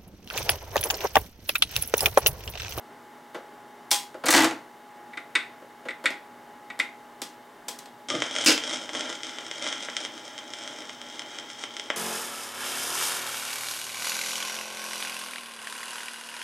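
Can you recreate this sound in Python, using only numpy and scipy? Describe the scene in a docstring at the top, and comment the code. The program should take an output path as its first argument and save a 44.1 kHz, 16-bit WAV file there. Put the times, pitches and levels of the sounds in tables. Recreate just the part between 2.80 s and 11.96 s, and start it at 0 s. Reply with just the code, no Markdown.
"""An automatic record changer runs through its start cycle on a wooden table in a small room, heard in stereo.
Shaped noise bursts and decaying modes make its latch snap, cam levers click, record clatter and linkage clunk.
The stylus lands with a thump; impulses and dust grains crackle over groove noise from two small speakers.
Behind it all the motor hums in wavering sines, with filtered noise for the whirr of the bearings and a faint hiss.
The microphone thins the bass, and a limiter holds the loudest clatter down."""
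import sys
import numpy as np
from scipy import signal
from scipy.fft import rfft, irfft
from scipy.io import wavfile
from scipy.ndimage import uniform_filter1d, minimum_filter1d

SR = 44100
rng = np.random.default_rng(int(sys.argv[2]) if len(sys.argv) > 2 else 0)


def dump_mix(stems):
    """Bounce the given channels to the path in sys.argv[1] as a 16-bit WAV at rate SR."""
    frames = np.atleast_2d(stems).T  # one column per channel
    limited = np.clip(frames, -1, 1)  # hard clip at full scale
    pcm = np.round(limited * 32767).astype(np.int16)
    wavfile.write(sys.argv[1], SR, pcm)


N = 403956
TIME = np.arange(N) / SR
BRIEF = TIME[:SR // 2]  # half a second, room for one blow or echo
EARS = np.array([[1], [-1]])  # left, right


def undb(db):
    """Decibels to gain."""
    return 10 ** (np.asarray(db) / 20)


def unit(x):
    """Scale to rms 1."""
    return x / np.sqrt(np.mean(x ** 2) + 1e-20)


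def loudest(x, size=176):
    """Scale so that the loudest 4 ms have rms 1."""
    return x / np.sqrt(uniform_filter1d(x ** 2, size).max())


def along(points, hz):
    """Read (Hz, value) points on a log-frequency axis."""
    f, value = np.transpose(points)
    return np.interp(np.log(hz + 1), np.log(f), value)


def colour(x, points, tilt_db=0, size=4096):
    """Minimum-phase filter with the given spectrum, tilted about 2 kHz by tilt_db per octave."""
    hz = np.fft.rfftfreq(size, 1 / SR)
    octaves = np.log2(np.maximum(hz, 200) / 2000)  # the tilt stops below 200 Hz
    cepstrum = irfft(np.log(undb(along(points, hz) + tilt_db * octaves)))
    # folding the cepstrum forward in time makes the filter causal
    cepstrum[1:size // 2] *= 2
    cepstrum[size // 2 + 1:] = 0
    response = irfft(np.exp(rfft(cepstrum)))
    return signal.fftconvolve(x, response)[:len(x)]


def walk(rate):
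    """Smooth random drift with a spread near 1, from about `rate` random steps a second."""
    k = max(int(SR / rate), 1)
    steps = np.repeat(rng.standard_normal(N // k + 1), k)
    return unit(uniform_filter1d(uniform_filter1d(steps, k), k)[:N])


def add(track, s, sound):
    """Mix a sound in at time s."""
    i = int(np.clip(s * SR, 0, N - 1))
    track[i:i + len(sound)] += sound[:N - i]


def fade(t60):
    """Exponential decay by 60 dB in t60 seconds."""
    return np.exp(-np.log(1000) * BRIEF / max(t60, 1e-4))


# The small room's reverberation. Each row: frequency in Hz, decay time T60 in s.
ROOM_T60 = [(150, 0.3), (600, 0.35), (3000, 0.3), (8000, 0.16), (15000, 0.25)]


def room(x, wet_db, early_db, early_t60, width):
    """Direct sound, quick reflections from lid and table, then the walls' tail, which dies at its own rate per band."""
    noise = rng.standard_normal((4, len(BRIEF)))
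    hz = np.fft.rfftfreq(len(BRIEF), 1 / SR)
    times = np.array(ROOM_T60)
    tail = 0
    for share, t60 in zip(np.eye(len(times)), times[:, 1]):
        band = along(np.c_[times[:, 0], share], hz)
        tail = tail + irfft(rfft(noise[:2]) * band) * fade(t60)
    tail = tail * (1 - np.exp(-BRIEF / 0.0056))  # the tail builds up over some ms
    early = noise[2:] * fade(early_t60) * (BRIEF > .001)
    mid, side = (undb(wet_db) * late / np.linalg.norm(late) + undb(early_db) * first / np.linalg.norm(first)
                 for late, first in zip(tail, early))
    # mostly the middle frequencies differ between left and right: (Hz, dB)
    side_colour = [(100, -39), (250, -29), (1100, -3.0), (4500, -3.5), (8000, -17.5), (12000, -54)]
    side = colour(side, side_colour)
    centre = x + signal.fftconvolve(x, mid)[:N]
    return centre + EARS * width * signal.fftconvolve(x, side)[:N]


SHELL_T60_S = 0.27  # the chassis and lid ring on in countless close modes


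def strikes(rows, spectrum, ring_t60, gain_db, rise_s, crack_db, shell_db=-24, modes=(), modes_db=0, grit_db=0):
    """Each blow: a bright crack, uneven micro-contacts that die into the shell's dense ring, and the part's own modes."""
    out = np.zeros(N)
    onset = 1 - np.exp(-BRIEF / rise_s)
    ring = sum(undb(modes_db + db) * np.sin(2 * np.pi * hz * BRIEF) * fade(t60) for hz, db, t60 in modes)
    decay = fade(ring_t60) + undb(shell_db) * fade(SHELL_T60_S)
    for s, db, tilt_db in rows:
        sizes = undb(grit_db * rng.standard_normal(len(BRIEF)))
        contacts = rng.choice([-1, 1], len(BRIEF)) * sizes
        burst = loudest(colour(contacts * onset * decay, spectrum, tilt_db))
        snap = rng.standard_normal(len(BRIEF)) * fade(0.008)
        crack = loudest(colour(snap, spectrum, tilt_db + 5.0))
        add(out, s, undb(db + gain_db) * (undb(crack_db) * crack + burst + onset * ring))
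    return out


def chatter(s, db, gap_s, fall_db_per_s, tilt_db, uneven, count):
    """A loose part rebounds at uneven gaps, ever more weakly: rows of (s, level dB, treble tilt dB per octave)."""
    slip, force, edge = rng.standard_normal((count, 3)).T
    gaps = gap_s * np.exp(uneven * slip)
    late = np.cumsum(gaps) - gaps[0]
    return np.c_[s + late, db - fall_db_per_s * late + force, tilt_db + edge]


# The steady hum of motor and idler. Each row: frequency in Hz, relative level in dB.
HUM = [(242.2, -62.5), (393.0, -82), (414.5, -65), (473.7, -69.5), (586.8, -68.5), (834.4, -53.5),
       (882.9, -70), (952.8, -68), (1055, -69), (1674, -71.5)]
# Spectrum of the bearings' whirr. Each row: frequency in Hz, relative level in dB.
WHIRR = [(24, -52), (40, -15), (66, -21.5), (85, -72), (108, -16.5), (210, -15.5), (233, -10), (266, -10),
         (405, -7.5), (440, -16.5), (715, -8.5), (778, -13.5), (818, -10.5), (936, -11), (2200, -17.5),
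         (2860, -57), (4840, -120)]
# Spectrum of the faint even hiss. Each row: frequency in Hz, relative level in dB.
HISS = [(1410, -35), (2400, -4), (3000, 1.5), (3400, -4.5), (3710, 0.5), (3830, -5.5), (16000, -14)]
WHIRR_DB, HISS_DB = -51, -61  # rms of the whirr about which it drifts, and of the hiss's middle


def motor():
    """Wavering motor and idler tones over the whirr of the bearings and a faint even hiss."""
    tones = 0
    for hz, db in HUM:
        level = undb(db + 1.37 * walk(6)) * np.sqrt(2)
        phase = 2 * np.pi * np.cumsum(hz + 1.6 * walk(14)) / SR
        tones = tones + level * np.sin(phase)
    whirr, spread = (unit(colour(rng.standard_normal(N), WHIRR)) for _ in range(2))
    spread = colour(spread, [(150, -56), (500, -17.0), (1200, -12)])  # the bass stays central
    hiss, hiss_spread = (unit(colour(rng.standard_normal(N), HISS)) for _ in range(2))
    hiss = hiss + EARS * undb(-15.0) * hiss_spread
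    whirr_level = undb(WHIRR_DB + 0.48 * walk(10.0))
    return undb(1) * tones + whirr_level * (whirr + EARS * spread) + undb(HISS_DB) * hiss


# Scuffed stretches of the groove, from the worn rim inwards.
# Each row: start in seconds, length in seconds, relative noise level in dB.
SCUFFS = [(5.273, 0.67, -34.5), (6.129, .14, -34.5), (6.427, 0.784, -40), (6.812, 0.076, -33.5),
          (7.75, 0.24, -43), (8.224, .46, -45.5)]
SCUFF_ATTACK_S, SCUFF_RELEASE_S = 0.005, 0.081  # time constants
STYLUS_DOWN_S = 5.285
CLEAN_GROOVE_DB = -44.5  # relative noise level between the scuffs


def wear():
    """Strength of the groove noise: it swells on each scuff, holds, and dies back to that of the clean groove."""
    power = undb(CLEAN_GROOVE_DB) ** 2
    for s, length, db in SCUFFS:
        attack = 1 - np.exp(-np.maximum(TIME - s, 0) / SCUFF_ATTACK_S)
        release = np.exp(-np.maximum(TIME - s - length, 0) / SCUFF_RELEASE_S)
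        power = power + (undb(db) * attack * release) ** 2
    return (TIME > STYLUS_DOWN_S) * np.sqrt(power)


def nicks(above_db, per_wear, spread_db, low_db, count):
    """Small scratches strewn along the groove, somewhat louder where it is worn: rows as for the deep ones."""
    place, size, width = rng.random((count, 3)).T
    s = STYLUS_DOWN_S + (np.arange(count) + place) / count * (TIME[-1] - STYLUS_DOWN_S)
    worn_db = 20 * np.log10(np.interp(s, TIME, wear()) + 1e-9) - CLEAN_GROOVE_DB
    db = CLEAN_GROOVE_DB + above_db + per_wear * worn_db + spread_db * (size - .5)
    return np.c_[s, db, low_db + 20 * (width - .5)]


# Low end of the groove noise. Each row: frequency in Hz, relative level in dB.
RUMBLE = [(53, -77), (90, -52), (99, -44), (114, -9), (157, -26.5), (238, 1.5), (335, -0.5), (370, -10),
          (710, -2.5), (1180, -14), (1270, -4.5), (1700, -11.5), (2210, -37), (3740, -120)]
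# Treble response of the two small speakers' cones. Each row: frequency in Hz, relative level in dB.
SPEAKER = [(820, -38), (1400, -4.5), (1670, -4.5), (2230, -2), (2660, -14.5), (2940, -2), (3120, 2),
           (3500, -3), (4410, -16.5), (5170, -7), (6490, -11), (7190, -15.5), (8150, -15), (10500, -33),
           (13600, -65), (22000, -120)]


def groove(dust_rate, scatter_db, clump_db):
    """Patches of dust grains of very uneven size tick over the hiss and rumble of the groove wall."""
    density = dust_rate * undb(clump_db * walk(25))  # grains per second
    size = undb(scatter_db * np.minimum(rng.exponential(size=N), 3.4))
    grains = unit((rng.random(N) < density / SR) * size * rng.choice([-1, 1], N))
    crackle = undb(-5.5) * unit(colour(grains, SPEAKER, tilt_db=3.5))
    hiss = undb(-5.5) * unit(colour(rng.standard_normal(N), SPEAKER, tilt_db=-0.5))
    rumble = undb(-7.5 + 1.66 * walk(12)) * unit(colour(grains + rng.standard_normal(N), RUMBLE))
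    return wear() * undb(0.91 * walk(11)) * (crackle + hiss + rumble)


# The deepest scratches in the groove.
# Each row: start in seconds, relative level in dB, relative low-mid against treble in dB.
POPS = [(5.301, -14.5, -17), (5.42, -10.5, -4.5), (5.562, -14.5, -17), (5.777, -16, -13),
        (6.091, -21.5, -6), (6.149, -18.5, -5), (6.432, -20.5, -31), (6.712, -20, -13), (6.865, -17.5, -6),
        (7.085, -20, 8), (7.166, -17, -32), (7.249, -19.5, -16), (7.735, -23.5, -28), (8.094, -25, -8),
        (8.393, -22, -28), (8.837, -19, -9), (8.966, -22, -18), (8.996, -20, -17), (9.101, -11, 1)]
# The cones' answer to a wide scratch. Each row: frequency in Hz, relative level in dB.
CONE_BODY = [(120, -37), (200, -4), (720, 5), (805, 1.5), (877, -0.5), (2100, 6.5), (2720, -9), (3040, 3),
             (3800, -15.5), (4940, -64), (8360, -120)]


def pops(gain_db, body_db, flight_s):
    """A scratch jolts the stylus once; a wide one also pushes the whole cone."""
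    out = np.zeros(N)
    jolt = 1. * (BRIEF == 0)
    tick = loudest(colour(jolt, SPEAKER, tilt_db=1.0))
    body = loudest(colour(jolt, CONE_BODY))
    small = nicks(above_db=15.0, per_wear=0.73, spread_db=9, low_db=-19, count=32)
    for s, db, low_db in np.vstack([POPS, small]):
        pop = loudest(tick + undb(low_db + body_db) * body)
        add(out, s + flight_s, undb(db + gain_db) * pop)
    return out


# The stylus touches, skips and lands.
# Each row: start in seconds, relative level in dB, treble tilt in dB per octave.
LANDING = [(5.286, -37, 2), (5.306, -24, 9.5), (5.337, -19.5, 3.5)]
# Spectrum of the landing thump. Each row: frequency in Hz, relative level in dB.
THUMP_COLOUR = [(47, -47), (85, -48), (125, -16), (285, 7), (395, -8.5), (780, -14), (1010, -37),
                (1160, -29), (1200, -12), (1560, -39), (2640, -120)]
# Woofers in their round cabinets. Each row: frequency in Hz, relative level in dB, decay time T60 in s.
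CONE_MODES = [(124, -6.5, 0.44), (272, 0, .12)]


def landing():
    """The stylus meets the record in dull thumps that ring the woofers."""
    return strikes(LANDING, THUMP_COLOUR, ring_t60=0.12, gain_db=-7.0, rise_s=0.0037, crack_db=-16,
                   modes=CONE_MODES, modes_db=-10)


SPEAKER_TOP_HZ = 12100


def speakers():
    """All that the stylus picks up, played into the room by cones that give out in the top octave."""
    scratches = pops(gain_db=-5.5, body_db=9.5, flight_s=0.001294)
    sound = landing() + scratches + groove(dust_rate=380, scatter_db=5.5, clump_db=5)
    cone_limit = signal.ellip(6, 1, 45, SPEAKER_TOP_HZ, fs=SR, output="sos")
    sound = signal.sosfilt(cone_limit, sound)
    return room(sound, wet_db=-6.0, early_db=-6, early_t60=0.036, width=0.4)


# Dull knocks of the drive in the plinth.
# Each row: start in seconds, relative level in dB, treble tilt in dB per octave.
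KNOCKS = [(0.546, -28, 0.5), (1.344, -28.5, -1), (1.438, -22, 0.5), (2.821, -39, -3.5),
          (3.054, -30.5, -0.5), (3.241, -27, 2), (4.417, -36, -10), (4.883, -37, -0.5)]
# Spectrum of a knock. Each row: frequency in Hz, relative level in dB.
KNOCK_COLOUR = [(71, -56), (120, -16.5), (445, 2), (629, 3.5), (720, -9), (1440, -5.5), (2570, -19),
                (3180, -19), (12000, -41.5), (15600, -65), (22000, -120)]


def drive_knocks():
    """The drive knocks dully in the plinth, with much of the shell's ring and no modes of its own."""
    return strikes(KNOCKS, KNOCK_COLOUR, ring_t60=0.079, gain_db=-5.5, rise_s=0.0019, crack_db=-7.5, shell_db=-5.5)


# Cam levers that lift and swing the arm. Each row: start in seconds, relative level in dB.
LEVERS = [(2.3339, -35), (2.373, -24.5), (2.5524, -11.5), (3.0856, -21), (3.1072, -27.5), (3.257, -10),
          (3.901, -27), (3.9985, -12)]
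# Spectrum of a lever click. Each row: frequency in Hz, relative level in dB.
LEVER_COLOUR = [(88, -57), (150, -24), (297, -4), (624, -14.5), (774, -22), (1450, -2), (1660, -7.5),
                (2020, 4.5), (3040, -15), (3700, -9.5), (4000, -17), (6260, -30), (8230, -26),
                (11700, -47.5), (16000, -72)]
# The levers' own ring. Each row: frequency in Hz, relative level in dB, decay time T60 in s.
LEVER_MODES = [(2070, -0.5, 0.02), (2247, -2.5, 0.03), (3690, -15, 0.034)]
LEVER_TILT_DB, BRIGHTER_PER_DB = 4.5, 0.18  # treble tilt (dB per octave) of a 0 dB blow; its change per dB


def cam_levers():
    """Cam levers click with a short ring; softer blows are duller."""
    throws = [(s, db, LEVER_TILT_DB + BRIGHTER_PER_DB * db) for s, db in LEVERS]
    return strikes(throws, LEVER_COLOUR, ring_t60=0.039, gain_db=-6.5, rise_s=0.0014, crack_db=-6,
                   shell_db=-16.5, modes=LEVER_MODES, modes_db=6.0, grit_db=3)


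# Spindle latch and light metal pawls.
# Each row: start in seconds, relative level in dB, treble tilt in dB per octave.
LATCH = [(1.1074, -20, 2.5), (1.1135, -4.5, 1), (3.24, -34, -8), (3.3044, -27, -5.5), (3.9913, -25, -4),
         (4.4176, -22, -1.5), (4.883, -21.5, 0.5), (4.9884, -31.5, 1.5), (5.0576, -37.5, -4),
         (5.6455, -23, 1)]
# Spectrum of a latch snap. Each row: frequency in Hz, relative level in dB.
LATCH_COLOUR = [(88, -74), (150, -37), (249, -9.5), (702, -6), (821, 0), (1500, -8), (1940, -2.5),
                (2360, -5), (3490, -1.5), (8070, -3), (16000, -19.5)]
# The latch's own ring. Each row: frequency in Hz, relative level in dB, decay time T60 in s.
LATCH_MODES = [(825, -2.5, .27), (1016, -3.5, 0.21), (3295, 1, 0.2), (4980, -3, 0.22), (8280, -1, 0.12),
               (11700, -1, .17)]


def spindle_latch():
    """The latch and light metal pawls snap in short, gritty bursts."""
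    return strikes(LATCH, LATCH_COLOUR, ring_t60=0.021, gain_db=-8, rise_s=0.0012, crack_db=-2.5,
                   shell_db=-14, modes=LATCH_MODES, modes_db=-15.5, grit_db=8.0)


# The record slides down the spindle and slaps the platter.
# Each row: start in seconds, relative level in dB, treble tilt in dB per octave.
SLAPS = [(1.457, -18, 7), (1.464, -13.5, 1.5), (1.485, -6, 1.5), (1.505, -7, 7.5), (1.526, -8, 2),
         (1.644, -8.5, 1), (1.71, -19, -3)]
# Spectrum of a slap. Each row: frequency in Hz, relative level in dB.
SLAP_COLOUR = [(24, -76), (40, -56), (90, -50), (127, -28), (189, -17), (312, 3.5), (392, -11), (503, -8),
               (630, -7.5), (873, -6), (1090, -7), (1950, -9), (2980, -15), (7930, -21.5), (16000, -44.5)]
# The platter's own ring. Each row: frequency in Hz, relative level in dB, decay time T60 in s.
PLATTER_MODES = [(131.2, -11.5, 0.52), (290, -7, .22), (323, -1, 0.25), (514, -4, 0.16), (721, -3, 0.25),
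                 (889, -0.5, 0.33), (1320, -7, 0.19), (1490, -3, 0.15), (1610, -12, 0.28), (1989, -5, 0.35)]
WOBBLE_S, WOBBLE_DB = 1.538, -5  # start and relative level


def falling_record():
    """The record slaps the platter, which rings, then wobbles flat in ever weaker rebounds."""
    wobble = chatter(WOBBLE_S, WOBBLE_DB, gap_s=.013, fall_db_per_s=72, tilt_db=0, uneven=.2, count=8)
    return strikes(np.vstack([SLAPS, wobble]), SLAP_COLOUR, ring_t60=0.059, gain_db=-10.5, rise_s=0.001,
                   crack_db=-0.5, shell_db=-7.0, modes=PLATTER_MODES, modes_db=-11.5, grit_db=5.5)


# Spectrum of the closing clunk. Each row: frequency in Hz, relative level in dB.
CLUNK_COLOUR = [(24, -67), (40, -56), (90, -55), (130, -38), (269, 4), (382, -11), (455, 0.5), (663, -11),
                (1210, -11.5), (1440, -5), (1850, -8.5), (2770, -1.5), (3470, -8), (5050, -4.5),
                (7930, -12), (16000, -36)]
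# The chassis' own ring. Each row: frequency in Hz, relative level in dB, decay time T60 in s.
CHASSIS_MODES = [(257, -10, 0.21), (313, 0, 0.17), (439, -2, 0.18), (1524, -7, 0.17), (2700, -3, 0.32),
                 (5006, 0.5, 0.19), (5100, -11, .18)]
CLUNK_S, CLUNK_DB = 5.661, -2  # start and relative level


def closing_clunk():
    """The sprung linkage drops out of gear and chatters, ringing the chassis."""
    rebounds = chatter(CLUNK_S, CLUNK_DB, gap_s=.0105, fall_db_per_s=172, tilt_db=0, uneven=.12, count=6)
    return strikes(rebounds, CLUNK_COLOUR, ring_t60=0.043, gain_db=-10, rise_s=0.001, crack_db=-1,
                   shell_db=-10.5, modes=CHASSIS_MODES, modes_db=-12.0, grit_db=6.5)


def changer():
    """All blows of the mechanism share one spot in the room."""
    blows = drive_knocks() + cam_levers() + spindle_latch() + falling_record() + closing_clunk()
    return room(blows, wet_db=-11, early_db=-8.5, early_t60=0.062, width=0.61)


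def scene():
    """The whole scene stands a little left of centre."""
    return (motor() + speakers() + changer()) * undb(.25 * EARS)


LIMIT, TOP_HZ = .56, 15900  # limiter's peak level (full scale 1); edge of the treble cut


def record(dry):
    """The microphone thins the bass, a look-ahead limiter holds the loudest clatter down, and the top is cut."""
    bass_cut = signal.butter(2, 75, "highpass", fs=SR, output="sos")
    sound = signal.sosfilt(bass_cut, dry)
    gain = np.minimum(1, LIMIT / (np.abs(sound).max(axis=0) + 1e-9))
    gain = uniform_filter1d(minimum_filter1d(gain, size=331), size=331)  # 7.5 ms windows
    top_cut = signal.ellip(10, .2, 80, TOP_HZ, fs=SR, output="sos")
    return signal.sosfilt(top_cut, sound * gain)


dry = scene()
out = record(dry)
dump_mix(out)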